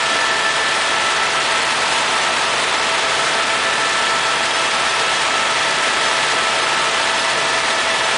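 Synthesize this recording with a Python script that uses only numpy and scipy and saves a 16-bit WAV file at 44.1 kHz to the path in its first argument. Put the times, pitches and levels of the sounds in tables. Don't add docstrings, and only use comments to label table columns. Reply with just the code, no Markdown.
import sys
import numpy as np
from scipy import signal
from scipy.fft import rfft, irfft
from scipy.io import wavfile
from scipy.ndimage import uniform_filter1d

SR = 44100
rng = np.random.default_rng(int(sys.argv[2]) if len(sys.argv) > 2 else 0)


def magnitude_from_level(level_db):
    exponent = np.asarray(level_db, float) / 20
    return 10 ** exponent


def persist_wave(psi):
    counts = np.round(np.clip(psi, -1, 1) * 32767).astype(np.int16)
    wavfile.write(sys.argv[1], SR, np.atleast_2d(counts).T)


N = 360297

# time in s, main gear mesh in Hz.
SHAFT_SPEED = [(0.0, 662.8), (0.4, 663.1), (1.1, 663.0), (1.85, 657.5), (2.1, 657.0), (2.5, 656.9),
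               (3.25, 659.7), (3.75, 662.8), (4.15, 662.4), (4.8, 658.6), (5.05, 657.8), (5.5, 658.5),
               (6.1, 657.6), (6.55, 658.9), (7.3, 658.1), (8.17, 656.7)]
CRUISE_HZ = 658.2
DRIVE_RATIO, MAIN_BLADE_RATIO, TAIL_BLADE_RATIO, ROTOR_RATIO = 2.6445, .02995, .10605, .00998

# frequency in Hz, level in dB per Hz.
ROAR_COLOUR = [(22, -53), (50, -41), (100, -20.5), (170, -17), (330, -9), (370, -7.5), (560, -6), (950, -2),
               (1400, -2.5), (2000, -4), (3500, -7), (4200, -10), (6200, -15), (10000, -20)]
# centre in Hz, width in Hz, gain in dB.
CABIN_MODES = [(322, 23, -3), (550, 35, -0.5), (690, 45, -1.3), (823, 28, -3.2), (942, 37, 0.5),
               (1094, 90, -1.7), (1470, 150, -1.5), (1780, 170, 1.5), (3450, 140, 1.5), (3860, 160, -1),
               (4920, 200, -1.9), (6220, 770, -1.1)]
# centre in s, length in s, change in dB.
AIR_SURGES = [
    (.55, 0.88, -0.8),
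    (1.9, 1.0, 0.2),
    (3.2, 0.31, .7),
    (3.9, 1.5, -0.5),
    (4.8, 0.67, 0),
    (5.95, 1.1, 0.5),
    (7.8, 0.94, -0.3),
]
SURGE_SHARES = [0.87, .9, 0.95]
MAIN_PULSE = [(1, .042, -.9), (2, .032, 2.3), (3, .024, 2.0)]
TAIL_PULSE = [(1, .034, .6), (2, .014, 2.9)]

# frequency in Hz, width in Hz, usual level in dB, share of the gusts' swing.
EDGE_TONES = [(444, 25, -43, -1.5), (891.3, 75, -32, 1.1)]
# centre in s, length in s, change in dB.
VENT_GUSTS = [
    (2.0, 0.55, 4.5),
    (2.9, .6, 2),
    (3.7, 1.1, -2),
    (8.0, .8, 2),
]

# multiple of the blade rate, level in dB.
MAIN_BLADE = [(1, -78), (2, -68.5), (3, -59.5), (4, -63), (5, -64), (6, -63), (7, -61), (8, -63.5),
              (9, -60.5), (10, -64), (12, -56)]
TAIL_BLADE = [(1, -56.5), (2, -49), (3, -57.5), (4, -55.5)]

MESH_DB = [-34, -28, -46, -45.5, -36.5]
# one turn rate below in dB, one above in dB (re harmonic).
SIDE_TONES = [(-16, -12.5), (-14.5, -13.5), (-15, -6), (-8, 6.5), (-10, -10)]
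# centre in s, length in s, change in dB.
FIRST_SHIFTS = [
    (1.4, 1, 1.5),
    (3.4, 1.6, 2),
    (5.4, 1.4, 0),
    (7.6, 2.5, 3),
]
SECOND_SHIFTS = [
    (.68, 0.4, -2.5),
    (1.85, .7, -4),
    (2.6, 0.61, -8),
    (3.2, .4, -4),
    (3.95, 0.69, 2),
    (7.6, 2.0, -5),
]
THIRD_SHIFTS = [
    (1.25, 1.1, 10),
    (2.8, .8, 5),
    (5.9, 1.0, 8),
    (7.4, 3.4, 12),
]
FIFTH_SHIFTS = [
    (2.3, 2.1, -15.5),
    (3.7, .6, -10),
    (7.3, 1.4, -12),
]
DRIVE_SHIFTS = [
    (.35, 1.2, 4.5),
    (1.6, 1.2, -8),
    (2.4, 1.7, -13),
    (3.4, .5, -0.5),
    (4.65, 0.85, -8),
    (6.5, 0.44, -2),
    (7.8, 1.4, 3.5),
]

# centre in s, low edge in Hz, high edge in Hz, level in dB.
SPLIT_HISS = [(.209, 4200, 5190, -37), (1.485, 7600, 8980, -42), (1.925, 4630, 5700, -38),
              (1.951, 4200, 5190, -38), (2.228, 6260, 7600, -41), (2.785, 4630, 5700, -40),
              (4.551, 5150, 6300, -39), (4.899, 5150, 6300, -39), (6.059, 5150, 6300, -39),
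              (6.059, 8270, 9670, -43), (6.084, 4630, 5700, -39), (6.316, 4200, 5190, -39),
              (6.641, 4630, 5700, -39), (7.198, 4630, 5700, -38), (7.198, 8270, 9670, -41),
              (8.056, 5150, 6300, -40)]


def rms_one(x):
    return x / np.sqrt(np.mean(x ** 2) + 1e-20)


def in_time(rows):
    s, *columns = np.transpose(rows)
    return [np.interp(np.arange(N) / SR, s, column) for column in columns]


def shifts(rows):
    s = np.arange(N) / SR
    return sum(db * np.exp(-8 * ((s - centre) / length) ** 2) for centre, length, db in rows)


def drift(rate):
    r = np.exp(-80 * np.pi * rate / SR)
    noise = rng.standard_normal(N // 40 + 2002)
    slow = signal.lfilter([1], [1, -2 * r, r * r], noise)[2000:]
    return np.interp(np.arange(N) / 40, np.arange(len(slow)), rms_one(slow))


def tone(turn, db, flutter_db, wobble):
    start = 2 * np.pi * rng.random()
    level = np.sqrt(2) * magnitude_from_level(db + flutter_db * drift(15.0))
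    return level * np.sin(turn + start + wobble * drift(5.5))


def standing_waves(x):
    hz = np.fft.rfftfreq(N, 1 / SR)
    bells_db = sum(db * np.exp(-2 * ((hz - centre_hz) / width_hz) ** 2) for centre_hz, width_hz, db in CABIN_MODES)
    return irfft(rfft(x) * magnitude_from_level(bells_db), N)


def blade_pulse(turn, ratio, rows):
    return sum(depth * np.cos(multiple * ratio * turn + lean) for multiple, depth, lean in rows)


def roar(turn, patchy_db, gusty_db):
    low, middle, high = np.outer(SURGE_SHARES, shifts(AIR_SURGES))
    hz, colour_db = np.transpose(ROAR_COLOUR)
    edges = 20 * 2 ** (np.arange(29) / 3)
    white = rng.standard_normal((2, N))
    gust = 0.22 * drift(3.0) + drift(22) + 1.1 * drift(55)
    out = 0
    for k, (lo, hi) in enumerate(zip(edges, edges[1:])):
        band_pass = signal.butter(2, [lo, hi], "band", fs=SR, output="sos")
        band = signal.sosfilt(band_pass, white[k % 2])
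        place = np.log(lo * hi) / 2
        shares = [np.interp(place, np.log([300, 2300, 6500]), row) for row in np.eye(3)]
        surge_db = shares[0] * low + shares[1] * middle + shares[2] * high
        treble = np.interp(place, np.log([1000, 8000]), [.2, 1])
        flutter_db = treble * (gusty_db * gust + patchy_db * drift(17))
        out = out + band * magnitude_from_level(np.interp(place, np.log(hz), colour_db) + surge_db + flutter_db)
    pulse = 1 + blade_pulse(turn, MAIN_BLADE_RATIO, MAIN_PULSE) + blade_pulse(turn, TAIL_BLADE_RATIO, TAIL_PULSE)
    return magnitude_from_level(-18) * rms_one(standing_waves(out) * pulse)


def vent():
    out, gust_db = 0, shifts(VENT_GUSTS)
    for hz, width_hz, db, share in EDGE_TONES:
        r = np.exp(-np.pi * width_hz / SR)
        poles = [1, -2 * r * np.cos(2 * np.pi * hz / SR), r * r]
        breath = np.diff(rng.standard_normal(N + 1))
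        whistle = signal.lfilter([1], np.convolve(poles, poles), breath)
        out = out + magnitude_from_level(db + share * gust_db) * rms_one(whistle)
    return out


def rotors(turn):
    main = sum(tone(k * MAIN_BLADE_RATIO * turn, db, flutter_db=4.5, wobble=.2) for k, db in MAIN_BLADE)
    tail = sum(tone(k * TAIL_BLADE_RATIO * turn, db, flutter_db=2.5, wobble=0.16) for k, db in TAIL_BLADE)
    return main + tail


def gears(mesh_hz, turn):
    over_cruise_hz = mesh_hz - CRUISE_HZ
    fourth_db = -0.6 * over_cruise_hz
    moves = [shifts(FIRST_SHIFTS), shifts(SECOND_SHIFTS), shifts(THIRD_SHIFTS), fourth_db, shifts(FIFTH_SHIFTS)]
    out = 0
    for k, (db, move_db, (below_db, above_db)) in enumerate(zip(MESH_DB, moves, SIDE_TONES)):
        for side, side_db in ((0, 0), (-1, below_db), (0.98, above_db)):
            out = out + tone((k + 1 + side * ROTOR_RATIO) * turn, db + move_db + side_db,
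                             flutter_db=min(.6 + 0.61 * k, 1.8), wobble=0.13 * (k + 1))
    drive_db = -33 + 1 * over_cruise_hz + shifts(DRIVE_SHIFTS)
    return out + tone(DRIVE_RATIO * turn, drive_db, flutter_db=1.5, wobble=0.14)


def scene():
    mesh_hz = in_time(SHAFT_SPEED)[0]
    turn = 2 * np.pi * np.cumsum(mesh_hz) / SR
    cabin = roar(turn, patchy_db=0.54, gusty_db=0.48) + vent() + rotors(turn) + gears(mesh_hz, turn)
    return np.array([cabin, cabin])


def treble_dropouts(x):
    cutoff_hz, holes_from_hz, hole_db = 9900, 5000, -6.2
    hz, s, cells = signal.stft(x, SR, nperseg=441, noverlap=294)
    bands = cells[:105].reshape(21, 5, -1)
    power = np.sum(np.abs(bands) ** 2, axis=1)
    waver = rms_one(uniform_filter1d(rng.standard_normal(power.shape), size=6, axis=1))
    threshold = magnitude_from_level(2 * (hole_db + 2.6 * waver)) * power.mean(axis=1, keepdims=True)
    kept = (power > threshold) | (hz[:105:5, None] < holes_from_hz)
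    kept[-1] = kept[-2]
    cells[:105] = (bands * kept[:, None]).reshape(105, -1)
    gated = signal.istft(cells, SR, nperseg=441, noverlap=294)[1][:N]
    over_hz = np.clip(np.fft.rfftfreq(N, 1 / SR) - cutoff_hz, 0, 500)
    return irfft(rfft(gated) * magnitude_from_level(-70 * (over_hz / 340) ** 2.4), N)


def split_hiss():
    side, hz = np.zeros(N), np.fft.rfftfreq(2048, 1 / SR)
    for s, low_hz, high_hz, db in SPLIT_HISS:
        in_band = (hz > low_hz) * (hz < high_hz)
        hiss = irfft(rfft(rng.standard_normal(2048)) * in_band)
        start = round(s * SR) - 1024
        side[start:start + 2048] += magnitude_from_level(db + 5) * rms_one(hiss) * np.hanning(2048)
    return side * [[1], [-1]]


def microphone(x):
    r = np.exp(-1 / (0.038 * SR))
    power = signal.lfilter([1 - r], [1, -r], x ** 2, zi=[np.mean(x ** 2) * r])[0]
    evened = x * (power / np.mean(power)) ** -.15
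    lopsided = evened - .2 * (evened ** 2 - power)
    rounded = 1.4 * np.tanh(lopsided / 1.4)
    bass_cut = signal.butter(4, 180, "high", fs=SR, output="sos")
    return evened + signal.sosfilt(bass_cut, rounded - evened)


def low_pass(x):
    return signal.sosfilt(signal.butter(12, 11260, fs=SR, output="sos"), x)


def record(dry):
    mix = treble_dropouts(microphone(dry[0])) + split_hiss()
    return low_pass(mix)


dry = scene()
out = record(dry)
persist_wave(out)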